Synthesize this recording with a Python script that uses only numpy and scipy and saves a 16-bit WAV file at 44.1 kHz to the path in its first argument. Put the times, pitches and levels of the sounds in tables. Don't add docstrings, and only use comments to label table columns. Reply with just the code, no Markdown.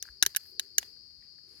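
import sys
import numpy as np
from scipy import signal
from scipy.fft import rfft, irfft, next_fast_len
from scipy.io import wavfile
from scipy.ndimage import uniform_filter1d, minimum_filter1d

SR = 44100
rng = np.random.default_rng(int(sys.argv[2]) if len(sys.argv) > 2 else 0)


def waveform_to_disk(signal):
    frames = np.transpose(np.atleast_2d(signal))
    scaled = np.clip(frames, -1, 1) * 32767
    samples = np.round(scaled).astype(np.int16)
    wavfile.write(sys.argv[1], SR, samples)


N = 70560
SNAP_ATTACK_S, RIGHT_LAG_S = 0.00067, 0.00021
RUMBLE_PAN_DB, AIR_PAN_DB = 5.5, -1.5


# start in seconds, energy in dB, pitch ratio of the ring, send to the trees
# in dB, six EQ gains in dB (one per band), pan in dB.
FRACTURES = [(0.0255, -8, 0.97, 9.5, -27.5, -8.5, -2, 3, -4.5, 2, 0.5),
             (0.2252, 8, 1.03, -5, 7, -4.5, 10, -5.5, -4.5, -6.5, 3.5),
             (0.2262, 8, 0.92, 0, 3.5, 5, -4, 5, 6, -1, 0),
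             (0.2318, -0.5, 0.98, -3, 6.5, 5, 3.5, -0.5, -1, -5.5, 1.5),
             (0.251, -17.5, 1, -1, 6, 12, 0.5, -0.5, -8, -4.5, -6),
             (0.2628, 5.5, 1.06, -4.5, 0.5, -5.5, 2.5, -4.5, -2, 2, 1.5),
             (0.3485, -14.5, 1.013, 5, 8.5, 9.5, 6, -8.5, -11, -12, 4.5),
             (0.362, 0.5, 1, -2.5, -4, 2, 4.5, -0.5, 12, -7, -5.5),
             (0.3666, 1.5, 0.997, -0.5, -1, -1, -3.5, -6, 2.5, 5.5, -4.5),
             (0.5956, 1, 1.044, -1, 1, -0.5, 12, 0, 0, -4.5, -2),
             (0.78, -4, 1.12, -9, -4, 5.5, 3, 8, 4.5, -19, 4),
             (0.7825, 7.5, 1.0065, 0.5, -6, -3.5, 1, 4, -5, 3.5, -4.5)]
FRACTURE_BANDS_HZ = [900, 1700, 4000, 6300, 11000, 15000]
# frequency in Hz, gain in dB.
TREE_EQ = [(100, -13), (700, -6), (1200, -4.5), (1750, 3), (3500, -3), (6300, 2.5), (8500, -5),
           (12000, 1.5), (15500, -8)]

def snaps():
    close, tree_send = np.zeros((2, 2, N))
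    t = np.arange(SR // 10) / SR
    impulse = unit_energy(equalise(np.array([t == 0], float), TREE_EQ))
    for start, db, pitch, send_db, *bands_db, pan_db in FRACTURES:
        snap = snap_ring(t, pitch) + gain(-2) * splinter(t)
        snap = equalise(snap, list(zip(FRACTURE_BANDS_HZ, bands_db)))
        add(close, gain(db) * pan(pan_db) * unit_energy(snap), start)
        add(tree_send, gain(db + send_db) * impulse, start)
    return close, tree_send


# frequency in Hz, 60 dB decay in seconds, level in dB, pan in dB.
SNAP_MODES = [(930, 0.0071, -23.5, 3.5), (1561, 0.013, -8, 2), (1723, 0.012, -8, -0.5),
              (2195, 0.0093, -14.5, -8), (2890, 0.02, -14, -10.5), (3826, 0.0061, -6, 16),
              (5584, 0.0083, 1, 6.5), (6230, 0.0075, -4, 14.5), (6670, 0.008, -3, -11.5),
              (10500, 0.0029, 1, -14), (11500, 0.0061, -4, -16.5), (12520, 0.003, -1.5, -13),
              (15100, 0.002, -10, -2)]

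def snap_ring(t, pitch, full_lag_hz=3770):
    out = 0
    for k, (hz, t60, db, pan_db) in enumerate(SNAP_MODES):
        lag = RIGHT_LAG_S * min(hz / full_lag_hz, 1)
        age = np.maximum(t - np.array([[0], [lag]]), 0)
        mode = envelope(age, SNAP_ATTACK_S, t60) * np.sin(2 * np.pi * hz * pitch * age)
        out = out + (-1) ** k * gain(db) * pan(pan_db) * mode
    return unit_energy(out)


# frequency in Hz, gain in dB.
SPLINTER_EQ = [(540, -21.5), (720, -13.5), (1150, -12.5), (1600, -6), (3000, -7), (4500, -0.5), (6500, 2),
               (8300, -4.5), (12000, 1.5), (16000, -8.5)]

def splinter(t):
    crack = close_noise(len(t)) * envelope(t, SNAP_ATTACK_S, t60=0.011)
    return unit_energy(equalise(crack, SPLINTER_EQ))


# start in seconds, energy in dB, pitch in Hz, crackle over tone in dB.
CONTACTS = [(0.054, -31, 1600, -9), (0.078, -33.5, 1585, -24.5), (0.0875, -26, 1610, -28),
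            (0.4567, -41.5, 1740, -2), (0.8279, -20.5, 1943, 7), (0.9667, -50.5, 1587, -8),
            (1.105, -46.5, 1910, 14), (1.2249, -42, 1876, -4.5), (1.3844, -42, 1740, -1.5)]
# frequency in Hz, gain in dB.
CRACKLE_EQ = [(200, -10), (950, -1.5), (1350, -10), (2100, 1.5), (3500, 2), (6500, -5), (9000, -17)]

def ticks(attack_s=0.00066):
    out, t = np.zeros((2, N)), np.arange(SR // 10) / SR
    for start, db, hz, crackle_db in CONTACTS:
        tone = unit_energy(envelope(t, attack_s, t60=0.011) * np.sin(2 * np.pi * hz * t))
        crackle = envelope(t, attack_s, t60=0.02) * close_noise(len(t))
        crackle = unit_energy(equalise(crackle, CRACKLE_EQ))
        add(out, gain(db) * unit_energy(tone + gain(crackle_db) * crackle), start)
    return out


# start in seconds, level in dB, pitch in Hz, 60 dB decay in seconds.
THUDS = [(0.094, -46.5, 60, 0.15), (0.2245, -39.5, 160, .028), (0.224, -35, 346, .045), (.24, -45, 58, .12),
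         (0.2623, -35.5, 389, .035), (.269, -44.5, 121, .05), (.783, -41.5, 378, 0.032),
         (.785, -55.5, 62, .2), (1.185, -54.5, 59, .11)]

def thuds():
    out, t = np.zeros((2, N)), np.arange(SR // 2) / SR
    for start, db, hz, t60 in THUDS:
        thud = envelope(t, 0.1 * t60, t60) * np.sin(2 * np.pi * hz * t)
        add(out, gain(db) * pan(RUMBLE_PAN_DB) * thud, start)
    return out


def scatter(x, attack_s, t60, clump_db=2):
    t = np.arange(N) / SR
    echoes = unit_energy(grainy_noise(clump_db) * envelope(t, attack_s, t60))
    return signal.fftconvolve(x, echoes, axes=1)[:, :N]


# frequency in Hz, gain in dB.
CICADA_EQ = [(3400, -50.5), (3750, -26), (4000, -20.5), (4300, -0.5), (4480, -1), (4750, 2), (5080, -3),
             (5350, -12), (5700, -26.5), (8000, -52.5)]

def cicadas(count=14, tymbal_hz=179.8, jitter=0.06, level_db=-55.5, swell_db=0.58):
    chorus, t = 0, np.arange(SR // 10) / SR
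    for _ in range(count):
        own_hz = tymbal_hz * np.exp(0.17 * rng.standard_normal())
        click_hz = own_hz * (1 + jitter * wander(60))
        cycles = rng.random() + np.cumsum(click_hz) / SR
        clicks = np.diff(np.floor(cycles), prepend=0)
        left, right = stereo_noise(len(t), correlation=0.24) * decay(t, t60=0.023)
        smear = np.array([left, np.roll(right, round(RIGHT_LAG_S * SR))])
        chorus = chorus + signal.fftconvolve(clicks[None], smear, axes=1)[:, :N]
    return gain(level_db + swell_db * wander(10)) * pan(10) * unit_rms(equalise(chorus, CICADA_EQ))


# peak time in seconds, level in dB, half-width in seconds, pitch in Hz.
LEAF_SWELLS = [(0.474, -62.5, 0.055, 12000), (1.247, -73, 0.037, 2090)]
# multiple of its pitch, gain in dB.
LEAF_EQ = [(.7, -11), (1, 1.5), (1.35, -11), (3, -21)]

def rustles(grain_db=4.5):
    out, t = 0, np.arange(N) / SR
    for peak, db, half_width, hz in LEAF_SWELLS:
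        eq = [(hz * multiple, eq_db) for multiple, eq_db in LEAF_EQ]
        crackle = unit_rms(equalise(grainy_noise(grain_db), eq))
        swell = np.exp(-((t - peak) / half_width) ** 2)
        out = out + gain(db) * swell * crackle
    return out


# time in seconds, hiss level in dB, whistle pitch in Hz.
SWISH_CURVE = [(1.42, -100, 9510), (1.481, -72.5, 10000), (1.509, -70.5, 10530), (1.54, -69, 10720),
               (1.569, -68, 10320), (1.6, -68, 9800)]

def swish(count=3, stagger_s=0.014, drift=0.015, waver=0.021, whistle_db=-7.5):
    t = np.arange(N) / SR
    times, db, hz = np.array(SWISH_CURVE).T
    whistles = 0
    for k in range(count):
        arch_hz = np.interp(t - (k - 1) * stagger_s, times, hz)
        pitch_hz = arch_hz * (1 + drift * wander(36) + waver * wander(1500))
        whistles = whistles + np.sin(2 * np.pi * np.cumsum(pitch_hz) / SR)
    blend = noise_bed(FOLIAGE_EQ) + gain(whistle_db) * unit_rms(whistles)
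    return gain(np.interp(t, times, db)) * pan(AIR_PAN_DB) * blend


# frequency in Hz, gain in dB.
RUMBLE_EQ = [(20, -25.5), (45, -9), (75, -1), (150, -7), (370, -15), (520, -27), (750, -30), (1500, -53)]

def rumble(level_db=-73, waver_db=0.56):
    bed = noise_bed(RUMBLE_EQ, correlation=0.93)
    return gain(level_db + waver_db * wander(3.8)) * pan(RUMBLE_PAN_DB) * bed


# frequency in Hz, gain in dB.
DRONE_EQ = [(150, -20.5), (280, -9), (380, -0.5), (470, -6.5), (580, -23.5), (1200, -40)]
# time in seconds, level in dB.
DRONE_FADER = [(0, -79), (.45, -83.5), (.55, -69), (0.702, -74), (0.899, -75), (1.102, -87), (1.379, -92),
               (1.518, -69.5), (1.6, -78.5)]

def drone():
    times, db = np.array(DRONE_FADER).T
    level_db = np.interp(np.arange(N) / SR, times, db)
    return gain(level_db) * pan(10) * noise_bed(DRONE_EQ, correlation=0.93)


# frequency in Hz, gain in dB.
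FOLIAGE_EQ = [(700, -4.5), (1750, -0.5), (3200, -3.5), (6500, -1.5), (8200, -7.5), (12000, -5.5),
              (15500, -14), (17000, -22.5)]

def foliage(level_db=-74.5):
    return gain(level_db) * pan(AIR_PAN_DB) * noise_bed(FOLIAGE_EQ)


# frequency in Hz, side over mid in dB.
CLOSE_WIDTH = [(700, -5), (4000, -0.5)]

def close_noise(size):
    mid, side = rng.standard_normal((2, size))
    return mid + equalise(np.array([side, -side]), CLOSE_WIDTH)


def stereo_noise(size, correlation=0):
    mid, side = rng.standard_normal((2, size))
    return unit_rms(np.sqrt(1 + correlation) * mid + np.sqrt(1 - correlation) * np.array([side, -side]))


def grainy_noise(depth_db, grains_per_s=610):
    return stereo_noise(N) * gain(depth_db * wander(grains_per_s))


def noise_bed(eq, correlation=0):
    return unit_rms(equalise(stereo_noise(N, correlation), eq))


def wander(rate_hz):
    hold = int(SR / rate_hz)
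    steps = np.repeat(rng.standard_normal(N // hold + 2), hold)
    return unit_rms(uniform_filter1d(steps, hold))[:N]


def equalise(x, points):
    hz, db = np.array(points, float).T
    n = 2 * next_fast_len(x.shape[-1])
    bins_hz = np.maximum(np.arange(n // 2 + 1) * SR / n, 1)
    curve_db = np.interp(np.log(bins_hz), np.log(np.sort(hz)), db)
    cepstrum = irfft(np.log(gain(curve_db)), n)
    cepstrum[1:n // 2] *= 2
    cepstrum[n // 2 + 1:] = 0
    return irfft(rfft(x, n) * np.exp(rfft(cepstrum)), n)[..., :x.shape[-1]]


def decay(t, t60):
    return np.exp(-np.log(1000) * t / t60)


def envelope(t, attack_s, t60):
    return (1 - np.exp(-t / attack_s)) * decay(t, t60)


def gain(db):
    return 10 ** (np.asarray(db) / 20)


def pan(db):
    return gain(np.array([[db], [-db]]) / 2)


def unit_rms(x):
    return x / np.sqrt(np.mean(x ** 2))


def unit_energy(x):
    return unit_rms(x) / np.sqrt(x.shape[-1])


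def add(out, x, start):
    i = int(start * SR)
    out[:, i:i + x.shape[-1]] += x[:, :N - i]


def scene():
    cracks, tree_send = snaps()
    soft = ticks()
    ground = gain(-15.5) * scatter(cracks + soft, attack_s=0.0044, t60=0.022)
    trees = gain(-30) * scatter(tree_send + gain(10) * soft, attack_s=0.014, t60=0.39)
    foreground = cracks + soft + thuds() + ground + trees
    return foreground + rustles() + cicadas() + rumble() + drone() + foliage() + swish()


def record(dry, threshold_db=-9, release_s=0.3, ceiling=0.85, top_hz=16500):
    power = uniform_filter1d(np.mean(dry ** 2, axis=0), size=88)
    over_db = np.maximum(10 * np.log10(np.maximum(power, 1e-12)) - threshold_db, 0)
    release = np.exp(-np.arange(N) / SR / release_s)
    duck_db = np.maximum.accumulate(over_db / release) * release
    ducked = dry * gain(-uniform_filter1d(duck_db, size=44))
    peak_gain = ceiling / np.maximum(np.abs(ducked).max(axis=0), ceiling)
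    limited = ducked * uniform_filter1d(minimum_filter1d(peak_gain, size=33), size=33)
    return signal.sosfilt(signal.ellip(8, .2, 70, top_hz, fs=SR, output="sos"), limited)


dry = scene()
out = record(dry)
waveform_to_disk(out)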